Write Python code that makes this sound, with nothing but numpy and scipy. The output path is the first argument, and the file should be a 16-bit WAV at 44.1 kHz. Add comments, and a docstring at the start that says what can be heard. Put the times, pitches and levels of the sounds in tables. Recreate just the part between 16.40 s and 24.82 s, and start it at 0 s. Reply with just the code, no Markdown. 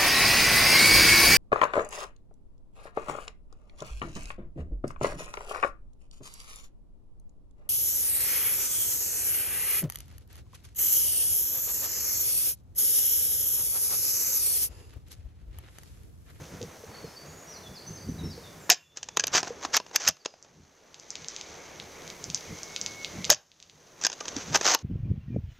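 """A forest: a spring-driven bolt rifle fires twice close to a small camera; its bolt is lifted, drawn, pushed
home. Rifle and dry snaps are struck resonances, short body rings are decaying sines, bolt strokes are lumpy
scrape noise. A bird sings in gliding sines, the spring rings faintly, a thin tone swells, wind bumps the
microphone. Murmur, rustle and hiss are shaped noise; murmur and rustle are swelled by handling noise while the
bolt is worked. This background sinks at set times around the loud blows and climbs back; near and far trees
echo."""
import sys
import numpy as np
from scipy import signal
from scipy.fft import rfft, irfft, next_fast_len
from scipy.io import wavfile
from scipy.ndimage import uniform_filter1d, map_coordinates

SR = 44100
rng = np.random.default_rng(int(sys.argv[2]) if len(sys.argv) > 2 else 0)


def generate_wav(sig):
    """Save sig (samples, or channels by samples) to the path in sys.argv[1] as 16-bit PCM at SR."""
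    pcm = np.round(np.clip(np.atleast_2d(sig).T, -1, 1) * 32767).astype(np.int16)
    wavfile.write(sys.argv[1], SR, pcm)


N = 371542

# Spectra, relative: freq_hz, density_db
HISS_SPECTRUM = [(1500, -37.5), (5000, 6.5), (14500, 2), (16000, -4.5)]
FOREST_SPECTRUM = [(120, -14.5), (200, -9.5), (473, -1.5), (621, -5), (708, -6), (967, -8.5), (2200, -13),
                   (2440, -16), (4500, -27), (5850, -62.5), (9900, -120)]
RUSTLE_SPECTRUM = [(2060, -9.5), (3500, -6), (5220, -5.5), (6260, 2.5), (7930, -17.5), (9000, -31),
                   (11700, -56.5), (19800, -120)]
WIND_SPECTRUM = [(15, -64), (25, -27), (81, 1.5), (118, -4), (156, 2.5), (232, -7.5), (400, -13.5),
                 (520, -25), (880, -120)]
SCRAPE_SPECTRUM = [(710, -26), (1200, -2.5), (4000, -9), (6300, 1), (7740, -15), (9110, -38.5),
                   (13900, -31.5), (16000, -37)]
# Resonances, for one pass: center_hz, width_hz, gain_db
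STOCK_MODES = [(300, 280, -2.5), (647, 534, 4.5), (1000, 755, 2.5)]
ACTION_MODES = [(1640, 730, -2.5), (2460, 860, 2.5), (3450, 2430, -0.5)]
# The camera's bright cavity: center_hz, width_hz, gain_db
CAVITY_MODES = [(4850, 1260, 11), (6220, 1060, 16), (7530, 1330, 10)]
SIZZLE_MODES = [(8600, 5000, -2), (13000, 4000, 6), (15000, 1500, 0)]
SNAP_BODY_MODES = [(2300, 2050, 0.5), (4020, 2300, 4.5)]
# Echo of the near trees, then of the far trees: freq_hz, t60_s
NEAR_TREES = [(300, 0.32), (3000, 0.22), (6500, 0.15), (10000, 0.017)]
FAR_TREES = [(3000, .7), (7000, 0.73)]
# Background sinking: bottom_s, depth_db, return_db_per_s
DIPS = [(2.321, 27, 27.5), (2.79, 15.5, 39), (3.0, 12, 8), (3.39, 15.5, 15), (3.709, 27, 13.5),
        (6.93, 28, 29.5), (7.67, 10.5, 17), (8.36, 15, 18)]
# Forest murmur and rustle, swelled by handling noise while the bolt is worked: time_s, forest_db, rustle_db
MURMUR_LEVELS = [(0.04, -49, -54), (1.0, -51, -58.5), (2.45, -51.5, -58), (2.62, -43, -42.5),
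                 (2.91, -38, -48), (3.15, -38.5, -43), (3.44, -42, -46), (3.8, -38.5, -38.5),
                 (4.2, -43, -44.5), (4.48, -44, -47), (4.65, -42.5, -41.5), (4.95, -41.5, -37),
                 (5.3, -43, -47), (5.8, -50, -51), (6.3, -49.5, -47), (6.85, -49, -48), (7.3, -48, -44.5),
                 (7.55, -46.5, -50), (7.9, -40, -39.5), (8.4, -45.5, -43.5)]
# Wind bumps on the microphone: peak_s, level_db, slope_db_per_s (both sides)
GUSTS = [(0.015, -41, 300), (.14, -41.5, 300), (.235, -37.5, 300), (.49, -44.5, 400), (.65, -42, 300),
         (.89, -49, 152), (1.31, -46, 300), (1.51, -38, 350), (1.6, -51, 300), (1.7, -33, 257),
         (1.85, -31, 150), (2.1, -52, 153), (2.96, -50.5, 39.5), (3.69, -42, 499.5), (4.2, -52.5, 148),
         (4.82, -52, 201), (5.401, -52.5, 120), (5.9, -40.5, 250), (6.12, -35, 400), (6.79, -36.5, 207),
         (6.9, -43.5, 308), (7.36, -59.5, 198.5), (7.97, -45.5, 204), (8.12, -34.5, 250)]
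# Thin tone: time_s, pitch_hz, level_db, unsteadiness (share of TONE_SCATTER_HZ)
THIN_TONE = [(4.7, 2200, -58, 0.89), (6.15, 2195, -54, 0.87), (6.3, 2200, -54, 0.1),
             (6.65, 2190, -41, 0.05), (6.69, 2150, -55, .5), (6.87, 2050, -46.5, 1.17)]
# Gliding sines of bird and spring: start_s, length_s, start_hz, end_hz, level_db (before level wobble)
GLIDES = [(0.507, 0.093, 4550, 4370, -51.5), (0.605, 0.07, 4430, 4200, -58),
          (0.655, 0.076, 5170, 5150, -55), (0.761, 0.024, 4520, 4500, -42.5),
          (0.858, 0.04, 6530, 6760, -50), (0.906, 0.15, 6850, 6840, -59), (0.968, 0.08, 6600, 6740, -55),
          (1.067, 0.092, 5690, 6020, -49), (1.11, 0.07, 5830, 4000, -47.5),
          (1.231, 0.049, 3614, 3400, -48.5), (1.339, .05, 5750, 3970, -51.5),
          (1.392, 0.035, 4390, 4660, -46.5), (1.464, 0.042, 5900, 6330, -43.5),
          (1.552, 0.045, 5810, 4210, -50), (1.609, 0.039, 4570, 4670, -48.5),
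          (1.684, 0.034, 6100, 5910, -43), (1.78, 0.037, 4050, 3630, -49.5),
          (1.834, 0.043, 5520, 5380, -48), (1.899, 0.052, 5230, 4010, -47.5),
          (2.034, 0.041, 3740, 3510, -50), (2.195, 0.077, 7800, 6640, -58.5),
          (2.378, 0.57, 3480, 3530, -68.5), (3.79, 0.041, 5000, 4400, -61),
          (3.865, 0.049, 5000, 5010, -61.5), (2.385, 0.064, 2750, 2750, -66)]
# Faint spring ring after the first shot; the other rows are bird notes
SPRING_RING = [row for row in GLIDES if 2.3 < row[0] < 2.4]
BIRD_NOTES = [row for row in GLIDES if not 2.3 < row[0] < 2.4]
# Short rings of the body, low thuds to brighter rings: start_s, level_db (before the attack), pitch_hz
BODY_RINGS = [(0.211, -27.5, 480), (0.233, -28.5, 466), (.437, -32, 450), (0.642, -28, 458),
              (1.688, -20.5, 250), (1.977, -33, 477), (2.311, -16, 718), (2.797, -24, 1656),
              (3.03, -30, 1010), (3.105, -23, 476), (3.4, -34, 996), (3.69, -29, 638), (6.914, -15, 609),
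              (7.649, -23.5, 1610), (7.809, -32, 1210), (7.966, -23.5, 276), (8.347, -22, 900)]
# Dry snaps: start_s, level_db (before the drive gain), body_db (re level)
SNAPS = [(0.2151, -38, -1), (0.2276, -31.5, -7.5), (4.026, -37.5, -35), (4.5435, -38, -1),
         (4.5977, -35, -15), (4.7043, -23, -42.5), (4.7545, -28.5, -0.5), (4.845, -37, 2.5),
         (4.8839, -21.5, -19), (4.9633, -26.5, -5.5), (5.0115, -29, -3), (5.3992, -39, 10), (5.62, -44, 1),
         (5.677, -33, -6), (5.7012, -31, -2), (5.8407, -23, -21), (5.9005, -25, -5.5), (5.9457, -13, -22),
         (5.9755, -41, 4), (6.008, -36, -6), (6.2318, -24, -21), (6.3623, -23, 1), (6.4132, -18, -17),
         (6.4619, -19.5, -5.5), (6.6463, -28, 6.5), (6.8439, -25, 3), (6.8505, -20.5, -9),
         (7.1166, -52.5, 7), (7.201, -44, -2), (7.226, -39.5, -2), (7.297, -46.5, 3.5)]
# Bolt strokes: start_s, attack_s, hold_s, release_s, level_db, stock_db (re scrape)
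STROKES = [(2.555, 0.01, .02, .02, -46, -11.5), (2.918, 0.025, 0.045, 0.032, -23, -10),
           (3.013, 0.029, 0.035, 0.069, -42.5, -4), (3.205, 0.038, 0.0032, 0.024, -31.5, -4),
           (3.324, 0.023, .028, 0.014, -21.5, -12.5), (3.529, 0.022, .003, .04, -32.5, -4.5),
           (3.591, .015, 0.048, 0.018, -34.5, -13), (3.655, 0.024, 0.0098, 0.022, -21.5, -14.5),
           (7.585, 0.033, 0.06, 0.033, -44, -14), (7.938, .03, 0.048, 0.09, -42, -11),
           (8.124, 0.029, 0.0096, 0.018, -19.5, -7), (8.209, 0.051, .083, 0.021, -22, -9.5)]
# Shots: start_s, level_db (offset for all contacts of the shot)
SHOTS = [(2.2991, -4), (6.9002, -5)]
# One shot, sear's tick to piston's last bounce: delay_s, cavity_db, stock_db, sizzle_db (last two re cavity)
SHOT_CONTACTS = [(-.006, -22.5, 8, -19.5), (0.0003, 3, -13.5, -9.5), (.003, -2.5, -20, -11.5),
                 (.0095, -4.5, -21, -22.5), (0.017, -4.5, -21, -27.5), (.0225, -10.5, -17, -30.5),
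                 (0.0267, -10.5, -13, -25.5), (.034, -16, -19.5, -30.5), (.043, -20, -25, -29)]
# Bolt and handle contacts: start_s, cavity_db, stock_db, sizzle_db (last two re cavity, all before trims)
BOLT_CONTACTS = [(2.5705, -24, -16.5, -42), (2.6285, -24, -18, -39), (2.6389, -36, -22, -39),
                 (2.686, -27.5, -10, -48), (2.764, -34, -5, -30), (2.77, -12.5, -3, -17),
                 (2.7948, -11.5, -17, -35), (2.8031, -20.5, -15, -33), (2.8374, -14.5, -9, -36),
                 (2.869, -18.5, -15, -10), (2.878, -24, -9.5, -28), (2.9482, -15, -1, -33),
                 (2.964, -18, -8, -24), (2.9737, -13, -15, -24.5), (3.029, -26, 5.5, -30),
                 (3.071, -38, 10, -35), (3.2481, -24.5, 5, -37), (3.3662, -10, -14.5, -11.5),
                 (3.399, -34, 5.5, -27), (3.4631, -41.5, 2, -33), (3.511, -44.5, 3, -35),
                 (3.5587, -5.5, -21.5, -12.5), (3.6749, -7, -24, -27.5), (3.6849, -11, -16.5, -4),
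                 (3.767, -49, 2, -35), (3.849, -30, -13, -39), (3.857, -20.5, -5.5, -39),
                 (3.938, -54, 10.5, -37), (4.046, -47.5, -3, -35), (7.6123, -28.5, -17, -37),
                 (7.62, -34, -10, -37), (7.6364, -15.5, -20, -40), (7.6473, -9, -19, -46),
                 (7.6544, -16, -17, -48), (7.6652, -10.5, -17, -21), (7.6982, -29, -6, -39),
                 (7.7167, -29, -10, -42), (7.7275, -26.5, -12, -41), (7.734, -35, -7, -41),
                 (7.803, -31.5, -8, -41), (7.8062, -26, -3, -46), (7.8533, -29.5, -6, -35),
                 (7.8797, -20.5, -11.5, -41), (7.886, -29, -12, -41), (7.9632, -24.5, -11, -38),
                 (8.147, -19, 4, -26), (8.1564, -16.5, 1.5, -16), (8.172, -27, -10, -10),
                 (8.2104, -19.5, -1, -42), (8.346, -11, -3, -11), (8.3874, -37.5, -14, -34)]
# Top roll-off: freq_hz, gain_db
TOP_ROLLOFF = [(15500, -0.5), (16400, -20.5)]

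SINK_S = 0.015
HISS_DB, BREEZE_DB = -59, -55.5
TONE_SCATTER_HZ, GLIDE_QUIVER_HZ = 170, 45
BEND = 1.1  # glide exponent: steepest at the start
BODY_RING_T60_S, CONTACT_T60_S, SHOT_T60_S = 0.053, 0.015, 0.014
SWELL_DB = 23  # rise and fall of a stroke
ACTION_DB, ACTION_FOLLOWS = -2, 0.31  # action re cavity before trims; dB per dB of stock
CAVITY_TOP_HZ, BAND_LIMIT_HZ = 8000, 16900


def amp(db):
    """Gain of a level in dB."""
    return 10 ** (np.asarray(db) / 20)


def unit(x):
    """x at rms 1."""
    return x / np.sqrt(np.mean(x ** 2) + 1e-20)


def along(points, hz):
    """Interpolate (freq_hz, value) points on a log frequency axis."""
    point_hz, values = np.transpose(points)
    return np.interp(np.log(hz + 1), np.log(point_hz + 1), values)


def curves(rows):
    """One value per sample for each column after the time."""
    time_s, *columns = np.transpose(rows)
    return [np.interp(np.arange(N) / SR, time_s, column) for column in columns]


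def gate(rows, fade_s=0.0037):
    """1 inside the table's time span, fading at both ends."""
    first_s, last_s = rows[0][0], rows[-1][0]
    knots_s = [first_s - fade_s, first_s, last_s, last_s + fade_s]
    return np.interp(np.arange(N) / SR, knots_s, [0, 1, 1, 0])


def wobble(rate_hz):
    """Smooth random curve, rate_hz knots a second."""
    knots = rng.standard_normal(int(N * rate_hz / SR) + 4)
    return map_coordinates(knots, [np.arange(N) * rate_hz / SR])


def filtered(x, response):
    """x times a complex response of frequency."""
    size = next_fast_len(N + SR // 2)
    return irfft(rfft(x, size) * response(np.fft.rfftfreq(size, 1 / SR)), size)[..., :N]


def resonant(x, modes, order=1):
    """Causal resonances of alternating sign, passed order times, keeping white-noise power."""
    def response(f):
        h = 0
        for k, (center, width, db) in enumerate(modes):
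            damping = 1j * f * width
            h = h + (-1) ** k * amp(db) * damping / (center * center - f * f + damping)
        h = h ** order
        return h / np.sqrt(np.mean(abs(h) ** 2))
    return filtered(x, response)


def rush(spectrum, side_db, lumps=1.):
    """Nearly mono stereo noise of rms 1, its grain set by lumps."""
    noise = rng.standard_normal((2, N)) * lumps
    mid, side = filtered(noise, lambda hz: amp(along(spectrum, hz)))
    side = amp(side_db) * side
    return unit(np.array([mid + side, mid - side]))


def bursts(starts_s, levels_db, t60_s, rise_s):
    """Dying noise bursts, one row of output for each column of levels."""
    t = np.arange(4096) / SR
    out = np.zeros((levels_db.shape[1], N + len(t)))
    noise = rng.standard_normal((len(starts_s), len(t)))
    for start_s, db, fall_s, grain in zip(starts_s, levels_db, t60_s, noise):
        shape = amp(-60 * t / fall_s) * (1 - np.exp(-t / rise_s)) ** 2
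        burst = grain * shape
        burst *= np.linalg.norm(shape) / np.linalg.norm(burst) / shape.max()  # same energy for every draw
        i = round(start_s * SR)
        out[:, i:i + len(t)] += amp(db)[:, None] * burst
    return out[:, :N]


def glides(rows):
    """Gliding sines, slightly hoarse from random quiver in pitch and level."""
    out, quiver_hz = np.zeros(N), GLIDE_QUIVER_HZ * wobble(150)
    for start_s, length_s, start_hz, end_hz, db in rows:
        i, n = round(start_s * SR), round(length_s * SR)
        u = np.arange(n) / n
        glide_hz = start_hz + (end_hz - start_hz) * (1 - (1 - u) ** BEND)
        phase = 2 * np.pi * np.cumsum(glide_hz + quiver_hz[i:i + n]) / SR
        out[i:i + n] += amp(db) * np.sqrt(np.sin(np.pi * u)) * np.sin(phase)
    return out * amp(3.4 * wobble(60))


def sinking():
    """Background gain: a quick drop at each dip, a steady climb back in dB; the deepest dip rules."""
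    t = np.arange(N) / SR
    dips_db = [np.interp(t, [s - SINK_S, s, s + depth / climb], [0, -depth, 0]) for s, depth, climb in DIPS]
    return amp(np.min(dips_db, axis=0))


def background():
    """Hiss, forest murmur, crackly rustle and lumpy breeze all sink; wind bumps on the microphone do not."""
    forest_db, rustle_db = curves(MURMUR_LEVELS)
    t = np.arange(N) / SR
    hiss = amp(HISS_DB) * rush(HISS_SPECTRUM, side_db=-8.0)
    forest = amp(forest_db + 1.3 * wobble(13)) * rush(FOREST_SPECTRUM, side_db=-9.0)
    crackle = amp(1.8 * wobble(300))
    rustle = amp(rustle_db + 0.86 * wobble(25)) * rush(RUSTLE_SPECTRUM, side_db=-21.0, lumps=crackle)
    breeze_lumps = amp(1.9 * wobble(30) + 2.3 * wobble(11))
    breeze = amp(BREEZE_DB) * rush(WIND_SPECTRUM, side_db=-20, lumps=breeze_lumps)
    push = rush(WIND_SPECTRUM, side_db=-23)
    push = push / np.sqrt(abs(uniform_filter1d(push[0] ** 2, size=1500)) + .1)  # evens out local strength
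    gusts = sum(amp(db - slope * abs(t - s)) for s, db, slope in GUSTS)
    return sinking() * (hiss + forest + rustle + breeze) + push * gusts


def tone():
    """Sine whose fast pitch scatter smears it, gathers it into a line and smears it again at the end."""
    hz, db, unsteady = curves(THIN_TONE)
    pitch_hz = hz + TONE_SCATTER_HZ * unsteady * wobble(250)
    level = gate(THIN_TONE) * amp(db + 2.0 * wobble(20))
    return level * np.sin(2 * np.pi * np.cumsum(pitch_hz) / SR)


def bird():
    """Whistled notes and slurs: each a sine gliding from one pitch to another."""
    return glides(BIRD_NOTES)


def spring():
    """Faint spring ring after the first shot: two nearly level sines."""
    return glides(SPRING_RING)


def body_rings():
    """Short rings of the body, low thuds to brighter rings: one decaying sine each."""
    out, t = np.zeros(N + SR), np.arange(SR // 5) / SR
    attack = 1 - np.exp(-t / 0.0013)
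    for start_s, db, hz in BODY_RINGS:
        ring = amp(db - 60 * t / BODY_RING_T60_S) * attack * np.sin(2 * np.pi * hz * t)
        out[round(start_s * SR):][:len(t)] += ring
    return out[:N]


def snaps():
    """Single-sample pushes ring the cavity for a few cycles, with a duller body under some."""
    start_s, db, body_db = np.transpose(SNAPS)
    pushes = np.zeros((2, N))
    at = np.round((start_s + .0004) * SR).astype(int)
    pushes[:, at] = amp([db + 14.5, db + body_db + 15])
    cavity = resonant(pushes[0], CAVITY_MODES, order=2)
    return cavity + resonant(pushes[1], SNAP_BODY_MODES, order=2)


def bolt():
    """Steel on steel: a dense run of small catches under each stroke, shaking the stock too."""
    grit = amp(3.2 * wobble(500) + 1.5 * wobble(150))
    scrape = rush(SCRAPE_SPECTRUM, side_db=-21.5, lumps=grit)
    stock = unit(resonant(grit * rng.standard_normal(N), STOCK_MODES, order=2))
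    t, out = np.arange(N) / SR, 0
    for *times_s, db, stock_db in STROKES:
        swell_db = np.interp(t, np.cumsum(times_s), [-SWELL_DB, 0, 0, -SWELL_DB], -np.inf, -np.inf)
        out = out + amp(db + swell_db) * (scrape + amp(stock_db) * stock)
    return out


def rifle():
    """Every contact shakes the stock, the action and the camera's cavity in its own proportions."""
    shots = [(s + delay, db + step, stock, sizzle)
             for s, db in SHOTS for delay, step, stock, sizzle in SHOT_CONTACTS]
    start_s, cavity_db, stock_db, sizzle_db = np.transpose(shots + BOLT_CONTACTS)
    t60_s = np.repeat([SHOT_T60_S, CONTACT_T60_S], [len(shots), len(BOLT_CONTACTS)])
    action_db = ACTION_DB + ACTION_FOLLOWS * stock_db
    body_db = np.transpose([cavity_db - 5, cavity_db + stock_db - 4, cavity_db + action_db - 5])
    to_cavity, to_stock, to_action = bursts(start_s, body_db, t60_s, rise_s=0.00096)
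    treble_db = (cavity_db + sizzle_db - 3)[:, None]
    to_sizzle, = bursts(start_s, treble_db, 1.03 * t60_s, rise_s=0.000062)
    body = resonant(to_cavity, CAVITY_MODES, order=2) + resonant(to_stock, STOCK_MODES)
    body = body + resonant(to_action, ACTION_MODES, order=2)
    # the housing passes little of the body above its cavity
    wall = signal.butter(4, CAVITY_TOP_HZ, fs=SR, output="sos")
    return signal.sosfilt(wall, body) + resonant(to_sizzle, SIZZLE_MODES, order=2)


def echo(x, decay):
    """Trees answer with a noise tail, each frequency dying at its own speed."""
    hz, t, z = signal.stft(rng.standard_normal((2, SR)), SR, nperseg=256)
    fall = amp(-60 * t / along(decay, hz)[:, None])
    tail = signal.istft(z * fall, SR, nperseg=256)[1]
    tail[1] = 1.1 * tail[0] + 0.33 * tail[1]  # the ports sit close together
    tail = tail / np.linalg.norm(tail, axis=1)[:, None]
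    return signal.fftconvolve(x[None], tail, axes=1)[:, :N]


def scene():
    """Rifle and snaps answer from the near trees; bird, spring and, faintly, the rifle from far ones."""
    gun, cracks = rifle(), snaps()
    whistles = amp(1.0) * (bird() + spring())
    close = echo(amp(-21.0) * gun + amp(-9.0) * cracks, NEAR_TREES)
    distant = echo(whistles + amp(-39) * gun, FAR_TREES)
    return background() + tone() + whistles + body_rings() + cracks + bolt() + gun + close + distant


def record(dry):
    """Round off the loudest peaks, roll off the top, keep nothing above the band limit."""
    dry = dry * amp([[-.12], [.12]])  # right port a shade louder
    rounded = dry / (1 + abs(dry / .9) ** 4) ** (1 / 4)
    return filtered(rounded, lambda hz: amp(along(TOP_ROLLOFF, hz)) * (hz < BAND_LIMIT_HZ))


dry = scene()
out = record(dry)
generate_wav(out)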